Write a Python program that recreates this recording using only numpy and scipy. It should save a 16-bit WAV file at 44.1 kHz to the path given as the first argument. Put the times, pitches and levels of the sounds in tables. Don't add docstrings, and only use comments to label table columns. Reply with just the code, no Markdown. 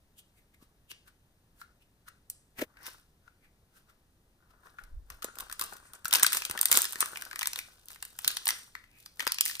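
import sys
import numpy as np
from scipy import signal
from scipy.fft import rfft, irfft, next_fast_len
from scipy.io import wavfile

SR = 44100
rng = np.random.default_rng(int(sys.argv[2]) if len(sys.argv) > 2 else 0)


def dump_mix(stems):
    frames = np.atleast_2d(stems).T
    limited = np.clip(frames, -1, 1)
    pcm = np.round(limited * 32767).astype(np.int16)
    wavfile.write(sys.argv[1], SR, pcm)


N = 423360

# pitch_hz, level_db (per Hz)
FLOOR = [(15, -92), (40, -87), (80, -91.5), (150, -95.5), (300, -102), (600, -107), (1000, -111),
         (2000, -115), (4500, -117), (7000, -119), (12000, -118), (14700, -120), (15300, -124),
         (15800, -150)]
# peak_s, level_db
DRAUGHT = [(4.84, -51), (4.95, -39), (5.11, -50), (5.43, -58), (5.52, -61), (5.64, -60)]
# pitch_hz, level_db (per Hz)
AIR = [(10, -2), (25, 8.5), (60, 0), (120, -21), (200, -81)]
PUFF_RISE_S, PUFF_FALL_S = 0.08, 0.18
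# peak_s, scratch_db, thump_db
BRUSH = [(2.594, -36, -42), (2.62, -30.5, -26), (2.638, -43.5, -47)]
# pitch_hz, level_db (per Hz)
SCRATCH = [(700, 2), (1200, 1), (2200, 8), (4000, -4.5), (9000, -6.5), (13000, -2), (16500, -9)]
THUMP = [(40, -30), (100, -15), (250, 14), (600, 13), (1000, -38)]
SCRATCH_RISE_S, SCRATCH_FALL_S, THUMP_RISE_S, THUMP_FALL_S = 0.03, 0.02, 0.014, 0.014
THUMP_LAG_S = 0.0044
# start_s, level_db (before boost and damping), pitch_hz (at the start)
BUMPS = [(0.625, -51, 252), (0.92, -55, 390), (5.106, -62, 200), (5.2461, -28.5, 475), (5.612, -46.5, 307),
         (6.048, -53, 149), (6.133, -42, 360), (6.23, -35.5, 454), (6.4984, -38.5, 347), (6.506, -51, 110),
         (6.7175, -32.5, 470), (6.958, -45, 345), (7.027, -34.5, 456), (8.26, -57.5, 147),
         (9.194, -45.5, 460), (9.2705, -28, 496)]
# pitch_hz, t60_s (time to fade 60 dB)
WALLS = [(300, 0.46), (1400, 0.31), (3500, 0.35), (9000, 0.51), (15000, 0.022)]
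# pitch_hz, level_db
ECHO = [(300, -32.5), (1400, -8.5), (3500, -7.5), (8000, -15), (15000, -19)]
# low_hz, high_hz, snap_t60_s, snap_ring_boost_db
FILM = [(908, 2580, 0.011, 16.5), (2440, 6350, 0.0056, 2.5), (7040, 15000, 0.0021, -6.5)]
BODY_DB, RING_IN_BODY_DB = -2, 7
# pitch_hz, width_hz, level_db
HOLLOW = [(1140, 430, -2.5), (1502, 190, 3.5), (1667, 930, -12), (360, 440, -8.5)]
# time_s, level_db
LID = [(4.36, -94), (4.45, -72), (4.58, -71), (4.72, -79), (4.78, -89)]
# peak_s, crackle_db (before trims), rub_db (before a trim), fall_s (time to lose 30 dB)
SQUEEZES = [(2.7, -72, -66, 0.15), (2.79, -78, -63.5, 0.26), (2.868, -43, -53.5, 0.19),
            (4.659, -56.5, -57, 0.16), (4.81, -65, -59.5, 0.19), (5.118, -54, -55.5, 0.15),
            (5.248, -57, -44, .1), (5.4, -48.5, -50, 0.26), (5.639, -41.5, -47, 0.21),
            (5.72, -55.5, -58.5, 0.4), (5.948, -56, -57, 0.16), (6.162, -54, -39.5, 0.28),
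            (6.351, -24.5, -40.5, 0.13), (6.57, -47, -49, 0.96), (6.752, -19, -33.5, 0.17),
            (7.038, -43, -50.5, 1), (7.45, -53, -64, 1), (7.58, -35, -48, 0.081), (7.91, -45, -62, .13),
            (8.06, -54.5, -71, 0.98), (8.278, -37, -51, 0.3), (8.49, -37.5, -49.5, 0.26),
            (8.78, -59.5, -79, 0.15), (9.0, -57, -83.5, 0.38), (9.22, -42, -50.5, 0.16),
            (9.48, -27.5, -54.5, 0.14)]
SQUEEZE_RISE = 0.5
# centre_s, level_db (before a boost), sizzle_over_hollow_db,
# half_width_s (time to fall to 1/e), ring_hz
TOUCHES = [(0.191, -55, 16, 0.01, 3150), (0.384, -70, 3, 0.021, 2160), (0.546, -63.5, -4, 0.005, 2176),
           (0.629, -65, 0, 0.014, 1150), (0.911, -48.5, 8, 0.008, 2950), (1.081, -60, -2, 0.01, 1440),
           (1.611, -61.5, 6, 0.02, 1490), (1.824, -69, 4, 0.01, 2600), (2.083, -53.5, -5, 0.0075, 1420),
           (2.81, -65, -25, .03, 1840), (2.867, -48.5, -13, 0.019, 5400), (3.276, -73, -8, 0.027, 1390),
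           (3.448, -68, -10, 0.02, 2180), (3.773, -65, 2, 0.025, 1380), (3.9, -65.5, -6, 0.014, 1300),
           (4.509, -68.5, -5, 0.0093, 1270), (4.792, -71, 13, 0.017, 3200), (5.87, -63.5, 4.5, 0.039, 8500),
           (5.953, -52.5, 7.5, .006, 8000), (7.016, -30, 8, 0.0075, 8930), (8.841, -54, -12, .002, 2000),
           (8.969, -68, -27, 0.057, 2490)]
# start_s, level_db (as if spread over 4 ms), sizzle_over_hollow_db, ring_hz
SNAPS = [(0.9151, -41, -2, 3070), (1.6152, -41, -18, 1420), (2.086, -49.5, 10, 1370),
         (2.3004, -31.5, 29.5, 8800), (2.77, -51, -19, 1580), (2.8666, -38, 9, 9170.0),
         (3.2783, -51, -28, 1440), (4.6693, -54, -20, 1380.0), (4.7853, -41.5, -36, 1530),
         (4.79, -44.0, -35, 1360), (4.8377, -52, 1, 1380.0), (5.102, -39.5, 2, 1130),
         (5.2226, -38.5, -6, 1280), (5.2277, -38, 12, 5300), (5.2444, -30, 12.5, 1240),
         (5.3556, -46.5, 11.0, 7240.0), (5.3865, -36, 7, 1140), (5.401, -38, 3, 1710),
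         (5.406, -34, 10, 1060), (5.4981, -41, -4, 1280), (5.514, -41, 0, 1610), (5.5258, -33, 8, 1250),
         (5.5952, -29.5, 8, 1380.0), (5.6126, -25.5, 4.5, 1140), (5.6215, -31.5, 1, 1180),
         (5.639, -33.5, 24, 8180.0), (5.7347, -43.5, 16, 7900), (5.768, -48, 10.0, 1260),
         (5.9349, -42.5, 9, 1300), (6.047, -37, 8, 1680), (6.0551, -26, -2.5, 1410),
         (6.0818, -31, 27, 7900), (6.11, -33.5, 8, 3520), (6.123, -34.5, -20, 1510), (6.1283, -18, 6, 3800),
         (6.137, -14, 9, 9130.0), (6.15, -19.5, 9, 5300), (6.1551, -17, 11, 5960), (6.168, -28, 14, 1680.0),
         (6.1846, -31, 0, 1590.0), (6.1972, -27.0, 4, 1640), (6.2274, -22.5, 1, 1750),
         (6.2318, -10, 13.5, 8470), (6.2456, -21.5, -12, 1520), (6.2652, -16.0, 12, 4500),
         (6.322, -28, 4, 1350), (6.3308, -20.5, 14, 1900), (6.348, -26.5, 7, 8460),
         (6.3703, -22.5, 9.5, 7100), (6.4201, -32, -7, 2460), (6.4514, -26.5, 10.5, 2540),
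         (6.4976, -33, 5.0, 9100), (6.5113, -28.0, 8.5, 8530.0), (6.576, -29, -3.5, 1850.0),
         (6.5911, -31, 8, 4500), (6.6132, -16, 28, 8830.0), (6.63, -26, 9, 8790.0),
         (6.6564, -16.0, 16.5, 8850), (6.6844, -32.5, 19, 5810.0), (6.7154, -15, 12.5, 8660.0),
         (6.7193, -19, 10, 7300), (6.7274, -15, 14, 2190), (6.7422, -23.5, 28, 8140.0),
         (6.7734, -13, 19.5, 7360.0), (6.7884, -23, 14, 1600), (6.819, -20.5, 29, 8440.0),
         (6.828, -31.5, 9.0, 5860.0), (6.8432, -27.5, 7.5, 1700), (6.8534, -26.5, 9, 5230),
         (6.9241, -33, 17, 9200), (6.9319, -33, 10, 8350.0), (6.9571, -35, -2, 1880),
         (7.0063, -18.0, 24, 9800), (7.0257, -24.5, -20, 1270), (7.059, -33.0, 9, 1400),
         (7.1582, -35.5, -22, 2600), (7.1723, -34, 3, 2360), (7.2124, -42.5, 13, 2580),
         (7.2217, -33.0, -1, 1470), (7.252, -41.5, 17, 5000.0), (7.312, -38, -7, 1560),
         (7.3301, -37, -11, 1380), (7.3588, -33.5, -0.5, 1970), (7.392, -29, 10, 6580),
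         (7.411, -30, -3, 3000), (7.4176, -31.5, -5, 7100), (7.43, -26.0, 0.5, 2120),
         (7.4576, -30, 1, 5210.0), (7.4723, -22, 14, 7260), (7.5328, -31, 7, 5940.0),
         (7.5592, -31.5, 2, 4310.0), (7.5895, -29, 0, 2410.0), (7.8575, -51, 39, 8900),
         (7.885, -42, 16, 4700), (7.9042, -45.5, 1, 7320.0), (7.918, -48.5, 7, 9220.0),
         (7.9593, -49.5, -12, 2040), (8.0263, -32.5, 5.5, 9000), (8.0516, -38.5, 14, 9200),
         (8.1895, -32.5, 9.5, 7400), (8.2463, -27, 3.5, 4570), (8.278, -16.0, 17, 4100),
         (8.3048, -33.5, -1, 4600), (8.3152, -35, 18, 5400), (8.3697, -26.5, 5, 4670),
         (8.4566, -28, 21, 9200), (8.4701, -25, -7.5, 4000), (8.4791, -21, 27, 8200),
         (8.489, -19, 4.5, 2010), (8.5, -33, 18, 8000), (8.5059, -24, 4, 5640),
         (8.7522, -35.5, -15.5, 1950), (9.061, -41.5, 6, 4570), (9.196, -30.5, -3.5, 1980.0),
         (9.204, -28, -18, 3270.0), (9.207, -32.5, -2, 2200), (9.2522, -44, 16, 8700),
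         (9.2684, -23.5, -6.5, 930), (9.2759, -23, 3, 4800), (9.283, -45, 20, 7500),
         (9.3205, -23, 14, 4900), (9.3444, -33, 15, 4740.0), (9.3852, -28, -4, 2840.0),
         (9.4094, -15.5, 18.5, 4100), (9.416, -32.5, 19, 9470.0), (9.4546, -25.5, 21, 6500),
         (9.461, -26.5, 5.5, 2220), (9.4965, -34.5, -5, 1810), (9.512, -35, 4, 4870),
         (9.5534, -35, 5, 4000), (9.568, -43.5, 11, 7670.0), (9.597, -30.0, 10.5, 4060)]
JAR_AWAY_S = 6.55
TWITCH_IN_JAR, TWITCH_IN_HAND = 0.15, 0.078
# pitch_hz, likeness (1 = the same)
ALIKE = [(60, .94), (150, .98), (400, .97), (900, .65), (2000, .55), (6000, .45), (8000, .6), (9000, .88)]
# pitch_hz, lead_radians
LEAD = [(0, 0), (500, 0), (1200, -1.4), (1600, -1), (2200, 3), (2900, 2.5), (3700, 5.2), (5200, 4.8),
        (7200, 8.6), (9300, 6.3), (16300, -3.8)]
# pitch_hz, left_over_right_db
LEAN = [(400, 0), (700, 5), (1300, 7), (2400, 3), (4400, 1.5), (8000, 0)]
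# pitch_hz, level_db
CAPSULE = [(10000, 0), (13000, 1), (14800, 0), (15600, -1), (16500, -12.5)]
TOP_HZ = 16650


def amp(db):
    return 10 ** (np.asarray(db) / 20)


def unit(x):
    return x / np.sqrt(np.mean(x ** 2) + 1e-20)


def along(points, hz):
    f, v = np.transpose(points)
    return np.interp(np.log(hz + 1), np.log(f + 1), v)


def filtered(x, response):
    size = next_fast_len(x.shape[-1] + 2048)
    spectrum = rfft(x, size) * response(np.fft.rfftfreq(size, 1 / SR))
    return irfft(spectrum, size)[..., :x.shape[-1]]


def tinted(x, colour):
    return unit(filtered(x, lambda hz: amp(along(colour, hz))))


def noise():
    return rng.standard_normal((2, N))


def placed(times, bursts):
    out = np.zeros((2, N + bursts.shape[-1]))
    for s, burst in zip(times, bursts):
        start = round(s * SR)
        out[:, start:start + burst.shape[-1]] += burst
    return out[:, :N]


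def swells(peak_s, peak_db, rise_s, fall_s):
    t = np.arange(0, N, 32) / SR
    power = 0
    for s, db, rise, fall in np.broadcast(peak_s, peak_db, rise_s, fall_s):
        drop_db = 30 * np.maximum((s - t) / rise, (t - s) / fall)
        power = power + amp(db - drop_db) ** 2
    return np.interp(np.arange(N) / SR, t, np.sqrt(power))


def resonance(f, centre_hz, width_hz):
    return 1j * f * width_hz / (centre_hz ** 2 - f * f + 1j * f * width_hz)


def band(x, k):
    low_hz, high_hz = FILM[k][:2]
    sos = signal.butter(3, [low_hz, high_hz], "bandpass", fs=SR, output="sos")
    return signal.sosfilt(sos, x)


def voiced(x, k, ring_hz, sharpness, boost_db):
    def ring(f):
        return 1 + amp(boost_db) * resonance(f, ring_hz, ring_hz / sharpness)
    return filtered(band(x, k), ring)


def shares(level_db, tilt_db, ring_hz):
    in_body = (ring_hz > FILM[1][0]) & (ring_hz < FILM[1][1])
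    parts_db = np.array([-tilt_db / 2, BODY_DB + RING_IN_BODY_DB * in_body, tilt_db / 2])
    return level_db + parts_db - 10 * np.log10(np.sum(amp(parts_db) ** 2, axis=0))


def hum_and_hiss():
    return filtered(noise(), lambda hz: amp(along(FLOOR, hz)) * np.sqrt(SR / 2))


def draught():
    puffs = swells(*np.transpose(DRAUGHT), PUFF_RISE_S, PUFF_FALL_S)
    return puffs * tinted(noise(), AIR)


def brush():
    s, scratch_db, thump_db = np.transpose(BRUSH)
    scratch = swells(s, scratch_db, SCRATCH_RISE_S, SCRATCH_FALL_S)
    thump = swells(s + THUMP_LAG_S, thump_db, THUMP_RISE_S, THUMP_FALL_S)
    return scratch * tinted(noise(), SCRATCH) + thump * tinted(noise(), THUMP)


def bumps():
    s, level_db, hz = np.transpose(BUMPS)[:, :, None]
    t = np.arange(2000) / SR
    damping = amp(level_db + 16.5 - 20.1 * hz * t)
    swing = np.sin(2 * np.pi * hz * t * np.exp(-t / 0.25))
    bump = damping * swing * (1 - np.exp(-t / 0.0022))
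    return placed(s[:, 0], np.repeat(bump[:, None], 2, axis=1))


def room(x, piece_s=.3):
    out, step = np.zeros((2, N + SR)), round(piece_s * SR)
    for start in range(0, N, step):
        hz, t, grid = signal.stft(rng.standard_normal((2, SR // 2)), SR, nperseg=256)
        fading = amp(-60 * t / along(WALLS, hz)[:, None])
        tail = signal.istft(grid * fading, SR, nperseg=256)[1]
        tail *= 1 - np.exp(-np.arange(tail.shape[1]) / SR / 0.00043)
        tail /= np.linalg.norm(tail[0])
        echo = signal.fftconvolve(x[:, start:start + step], tail, axes=1)
        out[:, start:start + echo.shape[1]] += echo
    return filtered(out[:, :N], lambda hz: amp(along(ECHO, hz)))


def lid_drag():
    s, level_db = np.transpose(LID)
    return amp(np.interp(np.arange(N) / SR, s, level_db, left=-150, right=-150))


def tick_swell(rate, t60):
    sizes = amp(8.1 * rng.exponential(size=N).clip(0, 3.5))
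    ticks = (rng.random(N) < rate / SR) * sizes
    return unit(signal.fftconvolve(ticks, amp(-60 * np.arange(1500) / SR / t60))[:N])


def cupped_air(f):
    return sum((-1) ** k * amp(db) * resonance(f, c, w) for k, (c, w, db) in enumerate(HOLLOW))


def rustle():
    s, crackle_db, rub_db, fall_s = np.transpose(SQUEEZES)
    crackle = swells(s, crackle_db, SQUEEZE_RISE * fall_s, fall_s)
    rub = swells(s, rub_db, SQUEEZE_RISE * fall_s, fall_s)
    common = tick_swell(220, 0.0086)
    body = band((.7 * common + .8 * tick_swell(350, .009) + .7) * noise(), k=1)
    sizzle = band((.7 * common + .6 * tick_swell(350, .006) + .7) * noise(), k=2)
    hollow = filtered((.4 * common + tick_swell(90, .03) + .9) * noise(), cupped_air)
    fine = amp(-10.5) * unit(body) + amp(-7.5) * unit(sizzle)
    return crackle * fine + (rub * amp(-1.0) + lid_drag()) * unit(hollow)


def touches():
    s, level_db, tilt_db, half_width_s, ring_hz = np.transpose(TOUCHES)[:, :, None, None]
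    levels_db = shares(level_db, tilt_db, ring_hz)
    lead = .15
    t = np.arange(round(2 * lead * SR)) / SR - lead
    draws = rng.standard_normal((len(s), len(FILM), 2, len(t)))
    bursts = 0
    for k in range(len(FILM)):
        part = voiced(draws[:, k], k, ring_hz, sharpness=6.4, boost_db=20)
        bursts = bursts + amp(levels_db[k] + 4.5) * part / part.std(axis=2, keepdims=True)
    return placed(s.ravel() - lead, bursts * np.exp(-abs(t) / half_width_s))


def snaps():
    s, level_db, tilt_db, ring_hz = np.transpose(SNAPS)
    levels_db = shares(level_db, tilt_db, ring_hz)
    lead = .003
    t = np.arange(1024) / SR - lead
    before, after = np.minimum(t, 0), np.maximum(t, 0)
    draws = rng.standard_normal((len(s), len(FILM), 2, len(t)))
    twitch = np.where(s < JAR_AWAY_S, TWITCH_IN_JAR, TWITCH_IN_HAND)[:, None, None]
    rise = amp(60 * np.minimum(t - .0003, 0) / .0018) + .08 * amp(60 * before / .012)
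    bursts = 0
    for k, (_, _, t60, boost_db) in enumerate(FILM):
        fall = amp(-60 * after / t60) + twitch * amp(-60 * after / 0.043)
        part = voiced(draws[:, k] * rise * fall, k, ring_hz[:, None, None], sharpness=8.4, boost_db=boost_db)
        power = np.sum(part ** 2, axis=2, keepdims=True) / (SR / 250)
        bursts = bursts + amp(levels_db[k])[:, None, None] * part / np.sqrt(power)
    return placed(s - lead, bursts)


def scene():
    hands = snaps() + touches() + rustle()
    return hands + room(hands) + hum_and_hiss() + bumps() + brush() + draught()


def record(dry):
    def mix(hz):
        turn = np.arccos(np.clip(along(ALIKE, hz), -1, 1)) / 2
        return np.array([np.cos(turn), np.sin(turn)])

    def ports(hz):
        half = amp(along(LEAN, hz) / 2) * np.exp(.5j * np.interp(hz, *np.transpose(LEAD)))
        return np.array([half, 1 / half]) * amp(along(CAPSULE, hz))

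    shared, apart = filtered(dry, mix)
    heard = filtered(np.array([shared + apart, shared - apart]), ports)
    clipped = heard / (1 + abs(heard / .93) ** 6) ** (1 / 6)
    return filtered(clipped, lambda hz: hz < TOP_HZ)


dry = scene()
out = record(dry)
dump_mix(out)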